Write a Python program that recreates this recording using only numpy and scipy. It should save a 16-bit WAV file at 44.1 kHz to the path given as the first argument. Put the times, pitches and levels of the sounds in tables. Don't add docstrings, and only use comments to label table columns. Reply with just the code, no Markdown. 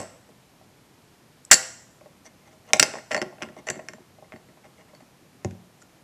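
import sys
import numpy as np
from scipy import signal
from scipy.io import wavfile

SR = 44100
rng = np.random.default_rng(int(sys.argv[2]) if len(sys.argv) > 2 else 0)


def output_pcm(signal):
    pcm = np.clip(np.atleast_2d(signal).T, -1, 1) * 32767
    wavfile.write(sys.argv[1], SR, np.round(pcm).astype(np.int16))


def decibels_to_gain(level_db):
    exponent = np.asarray(level_db, float) / 20
    return 10 ** exponent


N = 266231
LEAD = round(.06 * SR)
LENGTH = N + LEAD

# t/s, table top level/dB, chip face level/dB, chip edge level/dB
CHIP_STRIKES = [(1.4507, -84, -60, -34.5), (1.5036, -64, -28, -80), (1.5105, -22.5, -59, -33),
                (2.7333, -10.5, -2.5, -2.5), (2.7589, -21, -45, -26.5), (2.7687, -45, -51.5, -24.5),
                (2.8273, -13, -3, 1), (2.8328, -23.5, -22.5, -14.5), (2.8405, -28, -33, -25),
                (2.985, -43, -31, -56), (3.1093, -24, -27, -40), (3.1457, -19, -10, -21),
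                (3.417, -29.5, -35, -64), (3.133, -23, -35, -30), (3.1646, -18, -21, -29),
                (3.1761, -21, -23, -31), (3.2162, -25.5, -14, -21), (3.2241, -22.5, -24, -29),
                (3.3828, -39.5, -41, -70), (3.4063, -41, -44, -64), (3.443, -34, -47, -48.5),
                (3.4873, -37, -32.5, -55.5), (3.566, -32.5, -44, -54), (3.6869, -21.5, -13, -28),
                (3.7008, -42, -24, -13.5), (3.704, -23, -24, -22.5), (3.7961, -43.5, -34, -52),
                (3.8859, -33.5, -24.5, -29.5), (3.9344, -36.5, -31, -42.5)]
# start t/s, gap t/s, table top level/dB, chip face level/dB, chip edge level/dB
CHIP_RUNS = [(-.04, .012, -15.5, -10, -7), (.002, .014, -27.5, -34, -29.5), (1.5132, .0017, -30.5, 5, 9),
             (1.5190, .0048, -14.5, 1.5, 5), (1.5323, 0.0047, -23.5, -11, 3), (2.7962, .0017, -23, -3, 2.5),
             (2.9378, .016, -24.5, -28.5, -41), (3.1159, 0.0061, -26, -16, -26),
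             (3.1495, 0.0037, -25.5, -22, -32.5), (3.4218, .0054, -32, -20, -29),
             (3.6692, 0.0038, -31, -31.5, -38), (3.7566, 0.018, -37.5, -39, -45.5),
             (4.3212, 0.0079, -37, -32, -55)]
RUN_LOSS_DB = 2.5
# t/s, table top level/dB, chip face level/dB, chip edge level/dB
FINGER_TOUCHES = [(.29, -42, -47, -56), (.611, -45, -81, -74), (2.0099, -38.5, -46, -60),
                  (2.059, -38, -48, -69.5), (2.7057, -31, -37.5, -66.5), (3.2663, -41, -45, -59),
                  (3.792, -30.5, -35.5, -60.5), (3.326, -35, -58, -76.5), (3.5225, -42.5, -48, -71),
                  (3.983, -42.5, -71, -68), (4.184, -43, -62.5, -75), (4.224, -37.5, -71, -66),
                  (4.3605, -42, -38.5, -71), (4.487, -60, -50, -71), (4.572, -46.5, -53, -70.5),
                  (4.6436, -41.5, -39.5, -58.5), (4.934, -40, -66, -71), (4.9498, -49, -43, -49),
                  (5.005, -43.5, -51.5, -58), (5.4468, -26.5, -23.5, -29), (5.5096, -61, -38, -45.5),
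                  (5.8185, -60.5, -40.5, -50.5), (5.8233, -60, -39, -45)]
# t/s, face f/Hz, edge f/Hz
GRIP_PITCHES = [(0, 2230, 8300), (1.45, 1800, 8100), (1.513, 1713, 6980), (1.545, 1899, 6920),
                (2.25, 1945, 5820), (2.734, 2430, 6020), (2.7975, 2500, 8000), (2.799, 2620, 5500),
                (2.846, 1860, 5300), (3.2, 1896, 5300), (3.42, 2530, 5340), (3.685, 1980, 5900),
                (3.7, 1960, 7120), (3.8, 1930, 7250), (3.886, 1900, 5800), (4.8, 2003, 5000),
                (5.5, 2390, 6850), (5.82, 1400, 7000)]
# f/Hz, level/dB, t60/s
TABLE_MODES = [(451, -12, 0.049), (510, -8, 0.061), (554, -6, 0.045), (625, -1.5, 0.076), (712, -2.5, .03),
               (774, -5, 0.029), (904, -8.5, 0.036), (1080, -10, 0.057)]
# f/Hz, level/dB, t60/s
FACE_MODES = [(1400, -11, 0.041), (1580, -9, 0.013), (1855, -2.5, 0.011), (2030, -3.5, 0.012),
              (2200, -9, 0.0054), (2504, -5, 0.0091), (2760, -5.5, 0.014), (3115, -7.5, 0.0092),
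              (3650, -16.5, .005)]
# f/Hz, level/dB, t60/s
EDGE_MODES = [(4750, -17, .008), (4630, -8, 0.0076), (5300, -5.5, 0.0068), (5800, -0.5, 0.0051),
              (6140, -2.5, .006), (6750, -7, 0.0023), (7177, -7, 0.011), (7790, -3, 0.0088),
              (8290, -15.5, 0.0038), (10010, -13, .006), (11350, -21.5, .005), (12800, -23, 0.0031)]
SOFT_FROM_DB, SOFT_SLOPE = -14.5, 0.58
CRACK_DB, CRACK_T60_S = -7.5, .006

# f/Hz, t60/s
LOOSE_CHIP_PAIRS = [
    [(4420, .06), (4480, 0.091)],
    [(7265, 0.057), (7320, 0.18)],
    [(9820, 0.083), (9900, 0.043)],
]
# t/s, first pair level/dB, second pair level/dB, third pair level/dB
CHIP_SONGS = [(1.541, -20.5, -20, -22), (2.799, -47, -43, -45), (3.118, -41, -43, -45),
              (3.134, -59, -43, -56), (3.166, -37, -42, -45), (3.177, -34, -64, -63),
              (3.67, -48.5, -44, -48), (3.699, -52, -39.5, -47), (3.73, -51, -57, -69),
              (3.889, -55, -56, -55), (3.936, -65, -58, -63), (4.36, -61, -69.5, -74.5),
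              (4.949, -53, -71.5, -65), (5.005, -64, -68, -67.5)]

# middle t/s, length t/s, level/dB
TABLE_RUBS = [(2.266, 0.045, -42), (2.415, 0.045, -56), (3.114, 0.022, -28), (3.902, .08, -51),
              (2.476, 0.058, -44.5), (2.526, 0.05, -43.5), (2.66, 0.056, -52), (2.692, 0.056, -37.5),
              (2.977, .06, -33.5), (3.13, 0.065, -28), (3.184, 0.03, -27), (3.26, .07, -47),
              (3.452, 0.13, -41.5), (3.582, 0.069, -39.5), (3.682, 0.039, -28), (3.744, 0.1, -40),
              (3.823, .045, -60), (4.245, 0.022, -52), (4.335, .06, -48.5), (4.49, 0.029, -51),
              (4.653, 0.058, -44.5), (4.8, 0.073, -43), (4.891, 0.035, -46.5), (5.017, .05, -50.5)]
RUB_EDGE_DB = -13.5
# middle t/s, length t/s, edge level/dB
EDGE_RATTLES = [
    (1.529, 0.043, -13.5),
    (2.263, .045, -49.5),
    (2.743, .02, -42),
    (2.862, 0.0367, -34),
    (5.81, .05, -58),
]
RATTLE_LOW_DB = -7.5

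# f/Hz, level/dB, t60/s
THUMP_MODES = [(102, -9.5, 0.067), (144, -9.5, .15), (195, -3.5, 0.045), (227.6, -3, .12),
               (293.5, -2, 0.088), (366, -1.5, 0.084)]
# t/s, level/dB
STACK_PUSHES = [(.028, -50), (.303, -45.5), (2.15, -55), (2.807, -26), (2.876, -37.5), (3.215, -23.5),
                (3.262, -31), (3.424, -29), (3.471, -36.5), (3.499, -38), (3.583, -37), (3.698, -28),
                (3.767, -36), (3.839, -40), (3.893, -38), (3.943, -41), (4.002, -44), (4.338, -34.5),
                (4.486, -46.5), (4.658, -48), (5.02, -45), (5.221, -49.5), (5.35, -52)]
THROUGH_DB, THROUGH_S = -17, .005
# f/Hz, level/dB, t60/s
KNUCKLE_MODES = [(71.9, -23, .12), (97.6, 1, 0.21), (133, -1, 0.1), (182, -12.5, 0.386), (224, -10.5, 0.28),
                 (291.2, -2.5, 0.14), (363, 2, 0.051), (558, -13, 0.068), (621, -22.5, 0.067),
                 (770, -11, 0.046)]
# t/s, level/dB
HAND_KNOCKS = [
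    (-.012, -41),
    (5.4467, -26.5),
    (5.512, -49.5),
]

# f/Hz, tail level/dB, t60/s
ROOM_TAIL = [(90, -10, 0.39), (248.8, -15, .4), (640, -5.5, 0.45), (1800, -16.5, 0.57), (4040, -15.5, .5),
             (7500, -21.5, 0.65), (10700, -13, .4), (15000, -22, .25)]
NEAR_DB, NEAR_T60_S = -13.5, 0.067
# f/Hz, level/dB (per Hz)
HISS_SPECTRUM = [(15, -40.5), (30, -15.5), (60, -10), (140, 2), (221, -2.5), (433, -7.5), (722, -9.5),
                 (1380, -15), (2120, -16.5), (3720, -20), (6050, -21.5), (11000, -26.5), (14200, -22),
                 (16000, -40.5)]
HISS_DB = -56.5


def clacks():
    s, top_db, face_db, edge_db = contacts()
    face_hz, edge_hz = free_modes(s)
    at = s * SR + LEAD
    softness_db = SOFT_SLOPE * np.maximum(SOFT_FROM_DB - face_db, 0)
    top = strike(TABLE_MODES, at, top_db - 3, .002, spread_db=0.5)
    face = strike(FACE_MODES, at, face_db - 4.5, .0014, spread_db=0.5, favour_hz=face_hz, favour_db=8.0,
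                  dull_db=softness_db)
    edge = strike(EDGE_MODES, at, edge_db - 5, .0014, spread_db=2.0, favour_hz=edge_hz, favour_db=10.0)
    return top + face + edge


def contacts():
    runs = []
    for s, gap, *db in CHIP_RUNS:
        for k in range(3):
            runs.append((s + k * gap, *(np.array(db) - RUN_LOSS_DB * k)))
    return np.transpose(runs + list(CHIP_STRIKES) + list(FINGER_TOUCHES))


def free_modes(t):
    s, face_hz, edge_hz = np.transpose(GRIP_PITCHES)
    return np.interp(t, s, face_hz), np.interp(t, s, edge_hz)


def strike(modes, at, level_db, chatter_s, spread_db, favour_hz=1., favour_db=0., dull_db=0.):
    draw = rng.standard_normal((len(at), len(modes), 7))
    lag = rng.random((len(at), 6)) * [0, 1, 1, 1, 1, 1]
    late = (lag * chatter_s * SR).astype(int)
    when = (at.astype(int)[:, None] + late).ravel()
    out = np.zeros(LENGTH)
    for k, (hz, mode_db, t60) in enumerate(modes):
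        grip_db = favour_db * np.exp(-(np.log(hz / favour_hz) / 0.089) ** 2)
        soft_db = dull_db * np.maximum(np.log2(hz / favour_hz), 0)
        db = level_db + mode_db + grip_db + spread_db * draw[:, k, 6] - soft_db
        size = draw[:, k, :6] * decibels_to_gain(-4.0 * lag)
        summed = np.abs(np.sum(size * np.exp(-2j * np.pi * hz * late / SR), axis=1))
        size = size * (decibels_to_gain(db) / (summed + 0.45))[:, None]
        clicks = np.bincount(when, size.ravel(), LENGTH)
        force = passband(clicks, hz / 1.72, min(hz * 1.64, 16000))
        out += ring(force, hz, t60)
    return out


def ring(clicks, hz, t60):
    r = decibels_to_gain(-60 / (max(t60, .002) * SR))
    w = 2 * np.pi * hz / SR
    return signal.lfilter([0, np.sin(w)], [1, -2 * r * np.cos(w), r * r], clicks + 1e-18)


def passband(x, low_hz, high_hz, order=1):
    return signal.sosfilt(signal.butter(order, [low_hz, high_hz], "band", fs=SR, output="sos"), x + 1e-18)


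def crack():
    s, _, face_db, edge_db = contacts()
    at = (s * SR + LEAD).astype(int)
    clicks = np.bincount(at, decibels_to_gain((face_db + edge_db) / 2 + CRACK_DB), LENGTH)
    decay = signal.lfilter([1], [1, -decibels_to_gain(-60 / (CRACK_T60_S * SR))], clicks + 1e-18)
    return passband(decay * rng.standard_normal(LENGTH), 2800, 6800, order=2)


def singing():
    s, *pair_db = np.transpose(CHIP_SONGS)
    at = (s * SR + LEAD).astype(int)
    song = np.zeros(LENGTH)
    for pair, db in zip(LOOSE_CHIP_PAIRS, pair_db):
        clicks = np.bincount(at, decibels_to_gain(db), LENGTH)
        for hz, t60 in pair:
            song += ring(clicks, hz, t60)
    return passband(song, 4000, 8500, order=2)


def sliding():
    t = (np.arange(LENGTH) - LEAD) / SR
    low, high = np.zeros((2, LENGTH))
    slides = [(s, length, db, db + RUB_EDGE_DB) for s, length, db in TABLE_RUBS]
    slides += [(s, length, db + RATTLE_LOW_DB, db) for s, length, db in EDGE_RATTLES]
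    for s, length, low_db, edge_db in slides:
        swell = np.cos(np.pi * np.clip((t - s) / length, -.5, .5)) ** 2
        low = low + decibels_to_gain(low_db) * swell
        high = high + decibels_to_gain(edge_db) * swell
    sizes = decibels_to_gain(4.5 * np.minimum(rng.exponential(1, LENGTH), 4)) * rng.choice([-1, 1], LENGTH)
    grit = (rng.random(LENGTH) < 3000 / SR) * sizes
    face_hz, edge_hz = free_modes(t)
    bodies = ((THUMP_MODES, low, -33), (TABLE_MODES, low, -22), (FACE_MODES, low, -22), (EDGE_MODES, high, -16))
    out = 0
    for modes, drive, trim_db in bodies:
        for hz, mode_db, t60 in modes:
            edge_grip_db = 8.8 * np.exp(-(np.log(hz / edge_hz) / 0.032) ** 2)
            face_grip_db = 6.0 * np.exp(-(np.log(hz / face_hz) / .1) ** 2)
            force = grit * drive * decibels_to_gain(trim_db + mode_db + edge_grip_db + face_grip_db)
            rub = passband(force, hz / 0.98, min(hz * 1.3, 16000))
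            out = out + ring(rub, hz, t60)
    return out


def knock():
    touch_s, top_db = contacts()[:2]
    through = [touch_s + THROUGH_S, top_db + THROUGH_DB]
    s, thump_db = np.hstack([np.transpose(STACK_PUSHES), through])
    thump = strike(THUMP_MODES, s * SR + LEAD, thump_db - 2, 0.0049, spread_db=3.0)
    s, knock_db = np.transpose(HAND_KNOCKS)
    return thump + strike(KNUCKLE_MODES, s * SR + LEAD, knock_db + 8.5, 0.0016, spread_db=1.5)


def room(x):
    t = np.arange(round(.7 * SR)) / SR
    near = decibels_to_gain(NEAR_DB - 60 * t / NEAR_T60_S) / np.sqrt(NEAR_T60_S * SR / np.log(1e6))
    tail = 0
    for hz, band in bands(rng.standard_normal((2, len(t)))):
        t60 = at_hz(ROOM_TAIL, hz, column=2)
        late = decibels_to_gain(at_hz(ROOM_TAIL, hz) - 60 * t / t60) / np.sqrt(t60 * SR / np.log(1e6))
        tail = tail + band * (near + late)
    onset = np.clip((t - .001) / 0.002, 0, 1)
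    return signal.fftconvolve(x, tail * onset)[:LENGTH]


def bands(white):
    edges = 22 * 2 ** np.arange(0, 9.7, .4)
    for k, (low, high) in enumerate(zip(edges, edges[1:])):
        band = signal.butter(2, [low, high], "band", fs=SR, output="sos")
        yield np.sqrt(low * high), signal.sosfilt(band, white[k % 2])


def at_hz(points, hz, column=1):
    points = np.array(points)
    return np.interp(np.log(hz), np.log(points[:, 0]), points[:, column])


def hiss():
    out = 0
    for hz, band in bands(rng.standard_normal((2, LENGTH))):
        knots = rng.standard_normal(LENGTH // 4000 + 2)
        wander = np.interp(np.arange(LENGTH) / 4000, np.arange(len(knots)), knots)
        wander_db = wander * 1.1 / (1 + hz / 500)
        out = out + band * decibels_to_gain(at_hz(HISS_SPECTRUM, hz) + wander_db)
    top = signal.cheby2(10, 50, 15400, fs=SR, output="sos")
    return decibels_to_gain(HISS_DB) * rms_one(signal.sosfilt(top, out))


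def rms_one(x):
    return x / np.sqrt(np.mean(x ** 2) + 1e-20)


def scene():
    table = clacks() + singing() + sliding() + knock() + crack()
    table = table - .2 * passband(table, 3650, 4250)
    table = signal.sosfilt(signal.butter(2, 85, "high", fs=SR, output="sos"), table)
    return (table + room(table) + hiss())[None, LEAD:]


def band_limit(x):
    return signal.sosfilt(signal.butter(12, 20000, fs=SR, output="sos"), x)


def record(dry):
    steep = signal.cheby2(10, 60, 15800, fs=SR, output="sos")
    clipped = np.clip(signal.sosfilt(steep, dry), -1, 1)
    soft = signal.butter(4, 15500, fs=SR, output="sos")
    mix = signal.sosfilt(soft, clipped)
    return band_limit(mix)


dry = scene()
out = record(dry)
output_pcm(out)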